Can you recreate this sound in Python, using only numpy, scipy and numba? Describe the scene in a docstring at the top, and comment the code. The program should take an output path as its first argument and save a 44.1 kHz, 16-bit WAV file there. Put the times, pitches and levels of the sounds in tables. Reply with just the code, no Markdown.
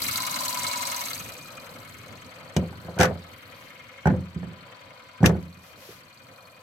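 """In a car park, a four-cylinder engine idles under a raised bonnet, with a phone held over it.
Injectors and valves tick at each firing, a pump whines, and exhaust and far traffic rumble.
The bonnet is lowered and muffles the engine, then is dropped and pushed onto its latch four times:
the metal panel thuds and clanks, and the latch cracks. A sleeve swishes between and after the pushes."""
import sys
import numpy as np
from scipy import signal
from scipy.fft import rfft, irfft, next_fast_len
from scipy.io import wavfile
from scipy.ndimage import uniform_filter1d
from numba import njit

SR = 44100
rng = np.random.default_rng(int(sys.argv[2]) if len(sys.argv) > 2 else 0)


def bounce(signal):
    """Save signal as a 16-bit WAV file at the path given by the first command-line argument."""
    frames = np.transpose(np.atleast_2d(signal))
    limited = np.clip(frames, -1, 1)
    pcm = np.round(limited * 32767).astype(np.int16)
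    wavfile.write(sys.argv[1], SR, pcm)


N = 291942
FFT = next_fast_len(N)
TIME = np.arange(N) / SR
LEFT_RIGHT = np.array([[1], [-1]])


def undb(db):
    return 10 ** (np.asarray(db) / 20)


def unit(x):
    return x / np.sqrt(np.mean(x ** 2))


def ramp(start, length):
    """0 before start, 1 after start + length."""
    return np.clip((TIME - start) / length, 0, 1)


def over_time(table):
    """Read a table of times and values at every sample."""
    times, *columns = np.transpose(table)
    return [np.interp(TIME, times, column) for column in columns]


def over_hz(table):
    """Read a table of frequencies and values across the spectrum."""
    hz, value = np.transpose(table)
    return np.interp(np.log(np.fft.rfftfreq(FFT, 1 / SR) + 1), np.log(hz), value)


def filtered(x, order, hz, kind="low"):
    return signal.sosfilt(signal.butter(order, hz, kind, fs=SR, output="sos"), x)


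def colour(x, spectrum, peaks=(), peaks_db=0.):
    """Give a sound a broad tone colour plus ringing peaks; its strength (rms) comes out as 1."""
    hz, power = np.fft.rfftfreq(FFT, 1 / SR), undb(2 * over_hz(spectrum))
    for centre, width, db in peaks:
        power = power + undb(2 * (db + peaks_db)) / (1 + (2 * (hz - centre) / width) ** 2) ** 2
    # this fold makes the filter ring after a sound, never before it
    cepstrum = irfft(np.log(power) / 2, FFT)
    cepstrum[1:FFT // 2] *= 2
    cepstrum[FFT // 2 + 1:] = 0
    return unit(irfft(rfft(x, FFT) * np.exp(rfft(cepstrum)), FFT)[:, :N])


def wander(rate):
    """A smooth random wobble of about 1, with rate new values a second."""
    hold = int(SR / rate)
    steps = np.repeat(rng.standard_normal(N // hold + 1), hold)
    return 1.72 * uniform_filter1d(uniform_filter1d(steps, hold), hold)[:N]


def fading(seconds, sizes, decay_ms, rise_ms):
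    """A loudness curve that jumps at each given time and dies away."""
    kicks = np.zeros(N)
    at = (seconds * SR).astype(int)
    inside = (at >= 0) & (at < N)
    np.add.at(kicks, at[inside], sizes[inside])
    for ms in decay_ms, rise_ms:
        kicks = signal.lfilter([1], [1, -np.exp(-1000 / SR / ms)], kicks)
    return kicks * 1000 / SR / rise_ms


@njit
def ringing(kicks, hz, ring_s):
    """One note of a struck object: each kick starts it, and it falls 60 dB in ring_s."""
    pole = np.exp(2j * np.pi * hz / SR - np.log(1000) / ring_s / SR)
    out = np.zeros(kicks.shape)
    for side in range(len(kicks)):
        state = 0j
        for i in range(kicks.shape[1]):
            state = state * pole + kicks[side, i] + 1e-18
            out[side, i] = state.imag
    return out


# How alike left and right are: f/Hz, likeness/0..1
LIKENESS = [(60, 0.86), (300, 0.89), (640, 0.77), (1400, 0.022), (3000, 0.027), (16000, 0.026)]
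# Which side is louder: f/Hz, left minus right/dB
BALANCE = [(60, -1), (110, 0), (200, -2), (380, -2), (700, 2), (1290, 5.5), (2380, 4.5), (4400, 0),
           (8120, 0), (15000, 3)]

def stereo_noise():
    """Noise at the phone's two microphones: alike in the bass, unrelated in the treble."""
    alike = np.clip(over_hz(LIKENESS), 0, 1)
    mid, side = rfft(rng.standard_normal((2, FFT)))
    pair = np.sqrt(1 + alike) * mid + LEFT_RIGHT * np.sqrt(1 - alike) * side
    return unit(irfft(pair * undb(LEFT_RIGHT * over_hz(BALANCE) / 2), FFT)[:, :N])


# Loudness over time: t/s, engine through the bonnet gap/dB, rumble/dB
GAP_AND_RUMBLE_LEVELS = [(0, -29, -45), (.4, -28.5, -49), (.7, -29, -51.5), (1.07, -32.5, -49.5),
                         (1.36, -44.5, -48), (1.6, -50, -52), (2.0, -52.5, -48), (2.4, -55, -51.5),
                         (3.1, -60, -51.5), (4.0, -60, -57.5), (4.5, -64.5, -53), (5.0, -63, -60.5),
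                         (5.8, -60, -57.5), (6.62, -60, -62.5)]
# Tone colour of the rumble: f/Hz, level/dB
RUMBLE_COLOUR = [(15, -42), (25, -20), (38, -10.5), (59, -10), (76, -6.5), (97, 5.5), (210, -1.5),
                 (264, -1), (353, -9), (450, -9.5), (580, -37), (990, -120)]

def rumble():
    """Exhaust and far traffic make a low, uneven noise."""
    _, level_db = over_time(GAP_AND_RUMBLE_LEVELS)
    return undb(level_db + 1.76 * wander(20.96)) * colour(stereo_noise(), RUMBLE_COLOUR)


# Brushes of the sleeve: t/s, length/s, level/dB
SWISHES = [(3.497, 0.26, -58.5), (5.59, 0.17, -56), (5.748, 0.28, -49)]
# Tone colour of the cloth: f/Hz, level/dB
CLOTH_COLOUR = [(1180, -20), (2000, 1), (2160, -13), (2340, 0.5), (5630, 1), (8400, -8), (12900, 0.5),
                (16000, -12)]

def sleeve():
    """Cloth rubs on cloth: soft swells of high hiss."""
    swell = sum(undb(db) * np.sin(np.pi * ramp(start, length)) ** 0.98 for start, length, db in SWISHES)
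    return swell * undb(0.75 * wander(40)) * colour(stereo_noise(), CLOTH_COLOUR)


def idle_swell():
    """Goes from 0 to 1 and back as the whine and muffled engine swell between two pushes."""
    return ramp(4.47, 0.23) - ramp(5.2, 0.23)


def pump_whine(pitch_hz=1009, sag_hz=26, waver_hz=5.98, hiss_width_hz=57):
    """A belt-driven pump sings a wavering tone in a narrow hiss; it sags as the bonnet comes down."""
    hz = pitch_hz - sag_hz * (ramp(.3, .7) - .5 * ramp(1.2, 0.508)) + waver_hz * wander(25)
    tone = np.exp(2j * np.pi * np.cumsum(hz) / SR)
    sway = filtered(rng.standard_normal((2, 2, N)), 2, hiss_width_hz / 2)
    hiss = unit(((sway[0] + 1j * sway[1]) * tone).real)
    whine = tone.real * undb(-4 + 1.1 * wander(40)) + undb(-1) * hiss
    # loudest while the phone points down at the engine
    facing = ramp(0.071, 0.17) - ramp(0.91, 0.22)
    level = undb(-63.5) + facing * undb(-39.5) + idle_swell() * undb(-62)
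    return level * whine * undb(3 * LEFT_RIGHT)


# The idle speed drifts a little: t/s, lead over a steady beat/firings
IDLE_DRIFT = [(0, .58), (.6, .63), (1.1, .58), (1.7, .53), (2.2, .58), (2.7, .645), (3.4, .56), (4.4, .7),
              (4.8, .72), (5.8, .95), (6.62, .91)]
# Ticks: delay after a firing/ms, every n-th firing, then level/dB in each of six bands, low to high
TICKS = [(-2, 1, -20, -9, 14, 3, 6, 11), (6, 1, -20, -9, 2, 3, 9, -3), (13, 1, -20, -9, -6, 10, 12, 12),
         (18, 1, -20, 4, -9, 12, 10, -3), (23.5, 1, -20, 1, 1, -9, -9, 11), (29, 1, -20, 3, -9, -9, -9, -9),
         (79.5, 2, -20, -3, -6, -2, 2, 8), (17, 2, 3, 9, -20, -20, -20, -20),
         (23, 2, 7, -20, -20, -20, -20, -20), (42, 4, 4, -20, -20, -20, -20, -20),
         (178, 4, 4, -20, -20, -20, -20, -20)]
# Borders of the six bands: f/Hz
BAND_EDGES = [1120, 1600, 3600, 5300, 7100, 9600, 16500]
# One value for each band:
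BAND_DECAY = [7, 6.5, 3.5, 2.8, 3, 2]  # fade time of a tick/ms
BAND_HISS = [4, 5, 1, -1, -1, 0]  # steady hiss level/dB
RING_PITCH = [1300, 2157, 4400, 6360, 7950, 11450]  # a small ringing part: f/Hz
RING_LEVEL = [3, 4, 2, -5, -3, -8]  # its level/dB
RING_WOBBLE = [.012, .012, .025, .035, .04, .035]  # its wobble/fraction of the pitch
# The two lowest rings come and go as the phone moves: t/s, first ring/dB, second ring/dB
RING_CHANGES = [(0, 7, -1), (.2, 0, -3), (.45, -7, -9), (.65, 5.5, 1), (1.05, 6, 0), (1.25, 2.5, 1),
                (1.5, 2, 0), (1.68, -1, -6), (1.85, 1, -2), (2.1, -1, 0), (2.3, -3, -7), (3.5, 0, -7),
                (3.72, -3, 4), (4., -3, 6), (4.2, -5, -8), (5.2, -5, -5), (5.5, -1, -3.5), (6., -5, -9),
                (6.3, -1, -5)]
# At times a higher part takes over the second ring: t/s, f/Hz
SECOND_RING_PITCH = [(1.15, 2165), (1.19, 2440), (1.65, 2440), (1.69, 2165), (5.4, 2165), (5.45, 2440)]

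def engine(ring_db, rise_ms, hiss_db, firing_hz=21.55, scatter_db=2.2, jitter_ms=0.9):
    """At each injector or valve tick, the engine's hiss flares up and small parts ring."""
    progress = firing_hz * TIME + over_time(IDLE_DRIFT)[0]
    count = np.arange(int(progress[-1]) + 1)
    firing_s = np.interp(count, progress, TIME, left=-progress[0] / firing_hz)
    noise = stereo_noise()
    out = filtered(noise, 4, BAND_EDGES[0]) * undb(1.9 * wander(12))
    late, louder = rng.standard_normal((len(count), 2, len(TICKS))).transpose(1, 0, 2)
    delay_ms, every, *tick_db = np.transpose(TICKS)
    tick_s = firing_s[:, None] + (delay_ms + jitter_ms * late) / 1000
    for band, decay_ms in enumerate(BAND_DECAY):
        sizes = (count[:, None] % every == 0) * undb(tick_db[band] + scatter_db * louder)
        flare = fading(tick_s.ravel(), sizes.ravel(), decay_ms, rise_ms)
        loudness = undb(hiss_db + BAND_HISS[band]) + flare
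        hz = over_time(SECOND_RING_PITCH)[0] if band == 1 else RING_PITCH[band]
        phase = 2 * np.pi * np.cumsum(hz * (1 + RING_WOBBLE[band] * wander(60))) / SR
        tone = np.sin(phase + [[0], [2 * np.pi * rng.random()]])  # left and right out of step
        change_db = over_time(RING_CHANGES)[band] if band < 2 else 0
        ring_gain = undb(ring_db + RING_LEVEL[band] + change_db) * np.sqrt(RING_PITCH[band] / SR)
        hiss = np.roll(noise, 999 * (band + 1), axis=1) * loudness * undb(1.15 * wander(4.895))
        ring = ring_gain * tone * flare * undb(2 * wander(2.52))
        ticking = (hiss + ring) / np.sqrt(np.mean(loudness ** 2))
        out = out + filtered(ticking, 3, BAND_EDGES[band:band + 2], "band")
    return out


# Tone colour through the gap under the bonnet: f/Hz, level/dB
GAP_COLOUR = [(88, -43), (150, -27.5), (264, -7), (439, -45), (555, -10.5), (837, -13), (998, -6),
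              (1600, -11), (2140, -10.5), (2600, -10), (7920, -13), (9630, -17), (13200, -9.5),
              (16000, -21.5)]
# Its ringing peaks (the second is not played): f/Hz, width/Hz, level/dB
GAP_PEAKS = [(545, 8.1, -3), (996, 39, 0), (1303, 120, -8), (2182, 77, -7.5), (2426, 15, -0.5),
             (2850, 8, -1), (4050, 270, -4.5), (4605, 123, -7), (5900, 180, -13), (6320, 150, -9),
             (7970, 600, -12), (11180, 1100, -12.5), (12800, 280, -19)]

def engine_through_gap():
    """Bright ticking escapes under the bonnet and fades as the gap closes."""
    level_db, _ = over_time(GAP_AND_RUMBLE_LEVELS)
    ticking = engine(ring_db=1, rise_ms=1.8, hiss_db=-4.2)
    return undb(level_db) * colour(ticking, GAP_COLOUR, GAP_PEAKS[:1] + GAP_PEAKS[2:], peaks_db=0.96)


# Tone colour through the metal panel: f/Hz, level/dB
PANEL_COLOUR = [(180, -53), (300, -47.5), (462, -30), (528, 2), (900, -7.5), (994, -1.5), (1840, -5.5),
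                (2140, -4), (2700, -8), (4300, -13.5), (5250, -20), (13300, -41), (16000, -36)]
# Its ringing peaks: f/Hz, width/Hz, level/dB
PANEL_PEAKS = [(510.7, 65, 4.5), (1005, 17, -13), (1284, 20, -3), (1606, 25, -22), (2178, 26, -20),
               (2432, 24, 3.5), (3120, 140, -4.5), (4370, 130, -12.5), (5990, 120, -16),
               (7670, 1700, -24.5)]

def engine_through_panel(lowered_s=0.95, lowering_s=0.18, fade_db_per_s=1.1754):
    """The lowered bonnet passes on a dull, smeared engine, which fades as the phone backs off."""
    lowered = ramp(lowered_s - lowering_s, lowering_s)
    fade_db = fade_db_per_s * np.maximum(TIME - lowered_s, 0)
    level_db = -51.5 + 6.5 * lowered - fade_db + 1.5 * idle_swell()
    ticking = engine(ring_db=2, rise_ms=2.8, hiss_db=.5)
    return undb(level_db) * colour(ticking, PANEL_COLOUR, PANEL_PEAKS, peaks_db=0.32)


BONNET_PAN_DB = -1.4  # left minus right
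# Taps of a hand on the panel: t/s, f/Hz, level/dB
HAND_TAPS = [(2.884, 690, -26.5), (2.893, 480, -28), (2.978, 680, -23), (3.109, 590, -18.5),
             (5.229, 775, -13.5), (5.889, 395, -30.5), (5.906, 402, -37), (5.925, 480, -39)]

def hand_taps(ring_s=0.03):
    """The hand damps the metal, so each tap is short and dull."""
    out = np.zeros(N)
    t = TIME[:int(ring_s * SR)]
    for start, hz, db in HAND_TAPS:
        at = int(start * SR)
        loudness = undb(db - 60 * t / ring_s) * np.minimum(t * hz, 1)
        out[at:at + len(t)] -= loudness * np.sin(2 * np.pi * hz * t)
    return out * undb(LEFT_RIGHT * BONNET_PAN_DB / 2)


# Cracks of the latch: t/s, level/dB
LATCH_CRACKS = [(2.565, -22.5), (2.988, -25.5), (2.995, -34), (3.001, -20.5), (3.01, -16.5), (3.021, -23),
                (3.031, -17), (3.043, -30), (3.053, -29.5), (4.058, -42), (4.071, -36), (5.231, -34),
                (5.244, -35), (5.253, -30), (5.259, -12), (5.265, -29), (5.292, -42), (5.427, -49),
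                (5.665, -56)]
# Their tone colour: f/Hz, level/dB
LATCH_COLOUR = [(880, -60), (1500, -1.5), (2390, -2.5), (2970, -1.5), (4200, -5), (5440, -5), (5880, -4),
                (7100, -10.5), (7840, -10), (9100, -16), (13000, -11.5), (15100, -24), (16000, -29)]
# Notes of the latch spring: f/Hz, level/dB, ring time/s
SPRING_NOTES = [(2370, -11.5, 0.058), (2950, -17, 0.068), (5850, -12.5, 0.045), (6480, -14.5, 0.041),
                (7810, -13.5, .03)]

def latch():
    """Each crack is a hard burst with a softer trail, and sets the spring ringing."""
    times, db = np.transpose(LATCH_CRACKS)
    burst = fading(times, undb(db), decay_ms=2.75, rise_ms=0.78)
    trail = fading(times, undb(db - 14.5), decay_ms=13.3, rise_ms=1.6)
    out = (burst + trail) * colour(stereo_noise(), LATCH_COLOUR)
    chance = rng.random((len(times), len(SPRING_NOTES), 3))
    for k, (hz, note_db, ring_s) in enumerate(SPRING_NOTES):
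        sizes = undb(db + note_db + 8.5 * chance[:, k, 0])
        kicks = np.zeros((2, N), complex)
        kicks[:, (times * SR).astype(int)] = sizes * np.exp(2j * np.pi * chance[:, k, 1:].T)
        out = out + ringing(kicks, hz, ring_s)
    return out


# Blows on the bonnet, with relative levels: t/s, thud/dB, clank/dB, bright clank/dB, hollow knock/dB
BONNET_BLOWS = [(2.564, -7, -17.5, -33, -32.5), (2.62, -25.5, -27.5, -55, -43),
                (2.695, -29.5, -45, -56, -60), (2.727, -37, -44, -55, -39), (2.849, -31, -42, -48, -60),
                (2.885, -29, -29, -56, -43), (2.965, -25, -32, -55, -50), (2.979, -28, -24, -45, -27),
                (2.993, -10, -11.5, -20.5, -22), (3.005, -17, -11, -30, -9.5), (3.012, -40, -15, -13, -9.5),
                (3.031, -41, -17, -18.5, -11), (3.043, -42, -18, -21, -20), (3.085, -23.5, -27.5, -52, -44),
                (3.11, -30.5, -29, -53, -49), (3.155, -34, -34, -55, -49), (3.185, -43, -58, -55, -60),
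                (4.056, -7, -21, -28, -14), (4.07, -8.5, -16, -25.5, -11.5), (4.102, -10, -25.5, -36, -35),
                (4.135, -26, -23, -42, -40), (4.172, -25, -48, -64, -60), (4.225, -29.5, -52, -62, -60),
                (4.36, -17.5, -50, -60, -62), (4.429, -23, -33.5, -41, -48), (4.47, -34.5, -44, -60, -60),
                (4.514, -39, -58, -51, -60), (5.204, -21, -33, -55, -39), (5.212, -17, -31, -55, -42),
                (5.229, -3, -26, -50, -33), (5.242, -13, -14.5, -13.5, -27),
                (5.257, -18, -13.5, -21.5, -30), (5.295, -13, -20, -33, -35), (5.32, -14.5, -27, -53, -50),
                (5.345, -39, -34, -50, -35), (5.385, -30, -54, -62, -60), (5.46, -39, -60, -60, -61),
                (5.572, -39, -70, -58, -70), (5.891, -44, -47, -58.5, -62)]
# Notes of the metal panel: f/Hz, level/dB, ring time/s
PANEL_NOTES = [(80.7, -9, 0.26), (87.15, -11, 0.54), (114.6, -0.5, 0.16), (158.2, -8, 0.32), (170, 1, 0.36),
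               (187.2, -1, 0.3), (238, -13, 0.2), (267, -10.5, 0.1), (323, -11.5, 0.15), (364, -6, 0.18),
               (397, -3.5, 0.24), (429, -15, 0.32), (512, -3.5, 0.28), (560, -6, 0.26), (608, -2, 0.12),
               (706, -4, 0.16), (886, -5.5, 0.096), (999, -9, 0.085), (1157, -6.5, 0.11), (1400, -2, 0.035),
               (1435, -5, 0.085), (1676, 1.5, 0.098), (1835, -1.5, 0.095), (2050, -7, .1)]
# Notes of the hollow between the bonnet's two skins: f/Hz, level/dB, ring time/s
HOLLOW_NOTES = [(780, 1.5, 0.053), (850, -3, 0.07), (1484, -5, 0.11), (1567, -2, 0.058)]

def bonnet(scatter_db=2.5, push_ms=3.24, clank_from_hz=370, bright_from_hz=1100):
    """Each blow rings the panel and its hollow, every note by its own share, and shakes loose parts."""
    times, thud, clank, bright, knock = np.transpose(BONNET_BLOWS)
    at = (times * SR).astype(int)
    pan_db = BONNET_PAN_DB + rng.standard_normal(len(times))
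    sides = undb(LEFT_RIGHT * pan_db / 2)
    notes = PANEL_NOTES + HOLLOW_NOTES
    chance = rng.standard_normal((len(times), 2, len(notes)))
    out = 0
    for k, (hz, db, ring_s) in enumerate(notes):
        low = hz < clank_from_hz
        panel_db = thud - 8 if low else clank - 6 if hz < bright_from_hz else bright - 4
        blow_db = panel_db if k < len(PANEL_NOTES) else knock
        scatter, skew = chance[:, :, k].T
        # high notes reach left and right out of step, and start anywhere in their swing
        phase = hz / 2500 * skew * LEFT_RIGHT + (not low) * 3 * scatter
        sizes = undb(db + blow_db + scatter_db * (.5 if low else 1) * scatter) * sides * np.exp(1j * phase)
        # rubber stops spread the push over time
        push = np.hanning(int(push_ms / 1000 * SR * min(1, 300 / hz)) + 3)
        during = at[:, None] + np.arange(len(push))
        kicks = np.zeros((2, N), complex)
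        np.add.at(kicks, (slice(None), during), sizes[..., None] * push / push.sum())
        out = out + ringing(kicks, hz, ring_s)
    # loose parts under the panel rattle on as dense noise, the bass longest
    for band_hz, decay_ms, db in (([67, 220], 45.3, thud - 17.5), ([316, 695], 25, clank - 12),
                                  ([1040, 1930], 18, bright - 7)):
        rattle = unit(filtered(stereo_noise(), 2, band_hz, "band"))
        out = out + fading(times, undb(db), decay_ms, rise_ms=0.99) * rattle * undb(2.3 * wander(60))
    # the thuds are heard without their deepest bass, cut below about 80 Hz
    return filtered(out, 6, 82, "high")


def scene():
    idle = engine_through_gap() + engine_through_panel() + rumble() + pump_whine()
    return idle + bonnet() + latch() + sleeve() + hand_taps()


def record(dry, top_hz=16000):
    """The phone rounds off the loudest peaks and cuts the highest treble."""
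    rounded = np.tanh(1.09 * dry) / 1.118
    return signal.sosfilt(signal.ellip(10, .2, 60, top_hz, fs=SR, output="sos"), rounded)


dry = scene()
out = record(dry)
bounce(out)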